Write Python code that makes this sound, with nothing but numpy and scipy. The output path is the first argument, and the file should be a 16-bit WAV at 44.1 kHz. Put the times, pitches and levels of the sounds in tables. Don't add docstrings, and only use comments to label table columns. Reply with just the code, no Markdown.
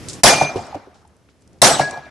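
import sys
import numpy as np
from scipy import signal
from scipy.fft import rfft, irfft
from scipy.io import wavfile
from scipy.ndimage import uniform_filter1d

SR = 44100
rng = np.random.default_rng(int(sys.argv[2]) if len(sys.argv) > 2 else 0)


def dump(signal):
    limited = np.clip(np.atleast_2d(signal).T, -1, 1)
    pcm = np.round(limited * 32767).astype(np.int16)
    wavfile.write(sys.argv[1], SR, pcm)


def elevation(decibels):
    levels = np.asarray(decibels, float)
    return 10 ** (levels / 20)


N = 92610

# (frequency [Hz], relative density [dB per Hz])
TREBLE_COLOUR = [(710, -35.5), (1200, -2.5), (1560, -3), (2740, -6.5), (2990, -7), (3980, -3.5),
                 (5520, -2.5), (10700, -8), (11900, -14.5), (15500, -50.5), (22000, -120)]
# (frequency [Hz], relative density [dB per Hz])
BASS_COLOUR = [(20, -29.5), (60, -6), (130, -2.5), (270, 3.5), (400, 1), (600, -43.5)]
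FACETS_PER_S = 900


def read(points, hz):
    f, value = np.transpose(points)
    return np.interp(np.log(hz + 1), np.log(f + 1), value)


def evened(x):
    return x / np.sqrt(np.mean(x ** 2) + 1e-20)


def add(mix, s, sound):
    part = mix[..., int(round(s * SR)):][..., :sound.shape[-1]]
    part += sound[..., :part.shape[-1]]


def pair(a, b, colour):
    # (frequency [Hz], left-right correlation [0-1])
    likeness = [(60, .85), (140, 0.32), (350, 1), (830, .85), (1500, .5), (2800, .7), (5500, .55),
                (11400, .6)]
    # (frequency [Hz], left minus right [dB])
    balance = [(60, 0.5), (170, 0.0), (490, 0.5), (1400, 0.5), (4010, 1), (11400, -3)]
    hz = np.fft.rfftfreq(N, 1 / SR)
    same = np.clip(read(likeness, hz), 0, 1)
    lean = elevation(read(balance, hz) / 2)
    gain = elevation(read(colour, hz))
    middle = rfft(a) * gain
    side = rfft(b) * gain * np.sqrt((1 - same) / (1 + same))
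    return evened(irfft(np.array([(middle + side) * lean, (middle - side) / lean]), N))


def hiss(colour):
    return pair(*rng.standard_normal((2, N)), colour)


def background():
    # (frequency [Hz], relative density [dB per Hz])
    rumble_colour = [(20, -39), (45, -15.5), (70, -1), (130, -6.5), (300, -7.5), (700, -16), (1200, -28.5),
                     (2700, -35.5), (11500, -45.5), (12500, -69.5)]
    # (time [s], level [dB])
    rumble_level = [(0, -56), (1.0, -57), (1.25, -62), (1.4, -59.5), (1.55, -50), (1.595, -52.5),
                    (1.615, -63), (2.1, -57.5)]
    hum_hz, hum_db, hum_width_hz = 73, -60.5, 8
    t, f = np.arange(N) / SR, np.fft.rfftfreq(N, 1 / SR)
    hum_band = np.exp(-((f - hum_hz) / hum_width_hz) ** 2)
    hum = evened(irfft(rfft(rng.standard_normal(N)) * hum_band, N))
    rumble = elevation(np.interp(t, *np.transpose(rumble_level))) * hiss(rumble_colour)
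    return rumble + elevation(hum_db) * hum


def open_air_hiss(dry):
    # (frequency [Hz], relative density [dB per Hz])
    air_colour = [(15, -40.5), (25, -9), (103, 1.5), (313, 0), (793, -13.5), (1630, -15), (4350, -22.5),
                  (5490, -19), (7680, -25.5), (11900, -28.5), (15500, -62), (22000, -120)]
    air_db = -37
    knee_db, duck = -29.5, 0.84
    recover_db_per_s, ahead_s = 2, .03
    t = np.arange(N) / SR
    power_db = 10 * np.log10(abs(uniform_filter1d((dry ** 2).mean(0), 400)) + 1e-12)
    recovery = recover_db_per_s * t
    held_db = np.maximum.accumulate(power_db + recovery) - recovery
    over_db = np.maximum(held_db - knee_db, 0)
    ahead = int(ahead_s * SR)
    over_db = uniform_filter1d(over_db, ahead, origin=-(ahead // 2), mode="nearest")
    return elevation(air_db - duck * over_db) * hiss(air_colour)


def ticks():
    # (time [s], nominal peak level [dB], pitch [Hz], time to fall 20 dB [s])
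    tick_table = [(.085, -18, 5630, 0.0072), (.089, -22.5, 8500, 0.0105), (0.095, -25.5, 6000, 0.057),
                  (.131, -27, 6500, 0.037), (0.666, -39, 5400, 0.018), (0.943, -54, 4630, 0.16),
                  (1.075, -47.5, 11460, .008), (1.166, -50, 8620, 0.0041), (1.288, -43, 1700, 0.0081),
                  (1.297, -56.5, 4045, 0.043), (1.407, -62.5, 7000, .06), (1.421, -51, 6500, 0.0108),
                  (1.476, -41.5, 6500, 0.0048), (1.53, -47, 6000, 0.0064), (1.587, -52, 5000, 0.0057),
                  (1.796, -15, 5640, .006), (1.909, -20, 6500, 0.0056), (1.974, -40.5, 4500, 0.012)]
    width = 0.64
    top_hz, rise_s = 10700, .0006
    t, out = np.arange(4096) / SR, np.zeros((2, N))
    f = np.fft.rfftfreq(4096, 1 / SR)
    for s, db, hz, length in tick_table:
        a, b = rng.standard_normal((2, 4096))
        band = np.exp(-(np.log(f / hz + 1e-9) / width) ** 2 - (f / top_hz) ** 12)
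        burst = evened(irfft(rfft([a + .5 * b, a - .5 * b]) * band))
        add(out, s, burst * np.minimum(t / rise_s, 1) * elevation(db - 5 - 20 * t / length))
    return out


def facets():
    # (frequency [Hz], relative density [dB per Hz])
    middle_colour = [(250, -41), (400, -4), (700, 3), (1000, -2.5), (1500, -19), (2500, -38.5)]
    spread_db = -0.5
    size = elevation(spread_db * np.minimum(rng.exponential(1, (2, N)), 4))
    size = size * rng.choice([-1., 1.], (2, N))
    present = rng.random((2, N)) < FACETS_PER_S / SR
    return pair(*(size * present), middle_colour)


def dulled(x):
    tilt_db_per_s = 16
    absorb_db_per_s = 54.5
    patchy_db = 3
    hz, t, z = signal.stft(x, SR, nperseg=256)
    patches = uniform_filter1d(rng.standard_normal(z.shape[1:]), size=3, axis=0)
    patches = evened(uniform_filter1d(patches, size=5, axis=1))
    loss = tilt_db_per_s * np.log2(np.maximum(hz, 500) / 2000)
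    loss = loss + absorb_db_per_s * (hz / 13000.0) ** 3
    travelled_db = loss[:, None] * np.minimum(t, .8)
    return signal.istft(z * elevation(patchy_db * patches - travelled_db), SR, nperseg=256)[1][:, :N]


def slap(db, hz, thud_db, crack_db, thud_hz):
    t60_s, rise_s = 0.021, .0015
    after_db, after_t60_s = -9, .12
    t = np.arange(5000) / SR
    shape = (1 - np.exp(-t / rise_s)) * elevation(-60 * t / t60_s)
    shape = shape / shape.max()
    body = np.sin(2 * np.pi * hz * (t - 8. * t ** 2)) * shape
    a, b = rng.standard_normal((2, len(t))) * (rng.random(len(t)) < FACETS_PER_S / SR)
    after = evened(signal.fftconvolve([a + .4 * b, a - .4 * b], [body[:200]])[:, :len(t)])
    after = after * np.minimum(t / 0.005, 1) * elevation(after_db - 60 * t / after_t60_s)
    thud = np.sin(2 * np.pi * thud_hz * t) * np.minimum(t / .006, 1) * elevation(thud_db - 60 * t / 0.18)
    noise = signal.lfilter(*signal.butter(2, 5000, fs=SR), rng.standard_normal((2, len(t))))
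    crack = elevation(crack_db) * noise * shape
    return elevation(db) * (body + after + crack + thud)


def shots():
    # (time [s], level [dB], treble [dB re shot], low push [dB re shot])
    shot_table = [(0.2338, -1.5, 3.5, -17), (1.617, -2.5, 4, -26.5)]
    # (time after the shot [s], treble [dB], middle [dB], bass [dB])
    return_table = [(0, -22, -29.5, -29), (.001, -9.5, -12.5, -27), (.004, -3, -14, -15.5),
                    (.012, -10, -5.5, -14.5), (.05, -8, -10, -17), (.1, -17, -15, -27.5),
                    (.108, -19.5, -21.5, -25.5), (.16, -25.5, -22.5, -31.5), (.178, -24, -26.5, -30.5),
                    (.19, -21.5, -20.5, -22), (.23, -33, -29.5, -35), (.25, -34, -35.5, -34),
                    (.3, -39, -33.5, -40.5), (.32, -41.5, -28, -39.5), (.4, -47, -46, -53),
                    (.48, -44.5, -47.5, -48.5), (.7, -60.5, -59, -75), (1.0, -76, -67.5, -70.5),
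                    (1.4, -100, -101, -84.5)]
    # (time after the shot [s], level [dB re shot], pitch [Hz])
    slap_table = [(.010, -7, 814), (.033, -11.5, 650), (.096, -9.5, 750), (.138, -21, 795),
                  (.1785, -2, 800), (.185, -12.5, 600), (.198, -14, 700), (.258, -20.5, 734),
                  (.269, -23, 750), (.281, -24.5, 750), (.309, -28, 730), (.357, -18.5, 770),
                  (.448, -32.5, 740)]
    crack_db, thud_db, thud_hz = -21.5, -15, 142
    push_hz, push_t60_s = 36, .15
    t, rows = np.arange(N) / SR, np.transpose(return_table)
    treble, middle, bass = (elevation(np.interp(t, rows[0], db)) for db in rows[1:])
    low = facets() * middle + hiss(BASS_COLOUR) * bass
    for delay, db, hz in slap_table:
        add(low, delay, slap(db, hz, thud_db, crack_db, thud_hz))
    out = np.zeros((2, N))
    for s, db, treble_db, push_db in shot_table:
        push = np.sin(2 * np.pi * push_hz * t) * elevation(push_db - 60 * t / push_t60_s)
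        high = elevation(treble_db) * dulled(hiss(TREBLE_COLOUR)) * treble
        add(out, s, elevation(db) * (low + push + high))
    return out


def plates():
    # (frequency [Hz], level before beating [dB], t60 [s], beat [Hz], a dip after the hit [s], depth [0-1])
    plate_table = [(.29, 0, .205, [(2398, -12, 2.0, 7, .07, .2), (6198, -19, 1.1, 13, .075, .5),
                   (6534, -30, .6, 5, .1, .5), (5197, -33, .5, 4, .15, .5)]),
                   (1.70, 0, .3, [(8032, -15, .36, 10, .095, .7), (7963, -27, .4, 5, .12, .5),
                   (5692, -25, .6, 9, .07, .6)]), (1.808, 2, .5, [(1664, -16, .6, 10.6, .105, .93),
                   (1664, -12, .14, 0, 0, 0), (2360, -36, 1.0, 7.5, .075, .85)])]
    rise_s = .006
    stop_db, stop_s, stop_db_per_s = -14.5, 0.032, -58
    t, out = np.arange(SR) / SR, np.zeros((2, N))
    for s, pan_db, stop, modes in plate_table:
        ring = np.zeros(len(t))
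        for hz, db, t60, beat, dip, depth in modes:
            swing = np.clip(depth, 0, 1) * np.exp(2j * np.pi * beat * (t - dip))
            beating = abs(1 - swing) / 2
            ring += elevation(db - 60 * t / t60) * np.sin(2 * np.pi * hz * t) * beating
        quick_db = stop_db * np.clip((t - stop) / stop_s, 0, 1)
        ring = ring * elevation(quick_db + stop_db_per_s * np.maximum(t - stop, 0))
        sides = elevation(np.array([[pan_db / 2], [-pan_db / 2]]))
        add(out, s, ring * np.minimum(t / rise_s, 1) * sides)
    return out


def far_shot():
    # (time [s], level [dB], pitch [Hz], thud [dB re slap], crack [dB re slap])
    far_table = [(.558, -11.5, 428, -7, -26.5), (.564, -20.5, 550, -2, -25.5), (.727, -25.5, 870, -18, -26),
                 (.745, -20, 830, -12.5, -14), (.752, -23.5, 603, -16.5, -14),
                 (0.758, -24.5, 324.6, -12, -31), (.872, -35.5, 430, -16, -30),
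                 (0.956, -44.5, 830, -20.5, -13), (1.05, -44, 830, -10, -10)]
    # treble, middle, bass (level [dB])
    tail_db = (-39, -33.5, -37.5)
    # treble, middle, bass (t60 [s])
    tail_t60_s = (0.9, .9, 0.64)
    top_hz, thud_hz = 7000, 99
    t = np.arange(N) / SR
    out = np.zeros((2, N))
    treble = signal.lfilter(*signal.butter(2, top_hz, fs=SR), dulled(hiss(TREBLE_COLOUR)))
    layers = treble, facets(), hiss(BASS_COLOUR)
    for layer, db, t60 in zip(layers, tail_db, tail_t60_s):
        add(out, far_table[0][0], layer * np.minimum(t / 0.0013, 1) * elevation(db - 60 * t / t60))
    for s, *row in far_table:
        add(out, s, slap(*row, thud_hz))
    return out


def scene():
    return background() + ticks() + shots() + plates() + far_shot()


def roll_off(x):
    return signal.sosfilt(signal.butter(12, 12050, fs=SR, output="sos"), x)


def record(dry):
    overload, edge_hz, fade_s = 1.15, 12050, 0.014
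    t = np.arange(N) / SR
    x = dry + open_air_hiss(dry)
    x = overload * np.tanh(x / overload)
    lowpass = signal.firwin(255, edge_hz, window=("kaiser", 7), fs=SR)
    x = signal.oaconvolve(x, lowpass[None], "same")
    fade = np.minimum((t[-1] - t) / fade_s + .2, 1)
    mix = np.clip(x, -1, 1) * fade
    return roll_off(mix)


dry = scene()
out = record(dry)
dump(out)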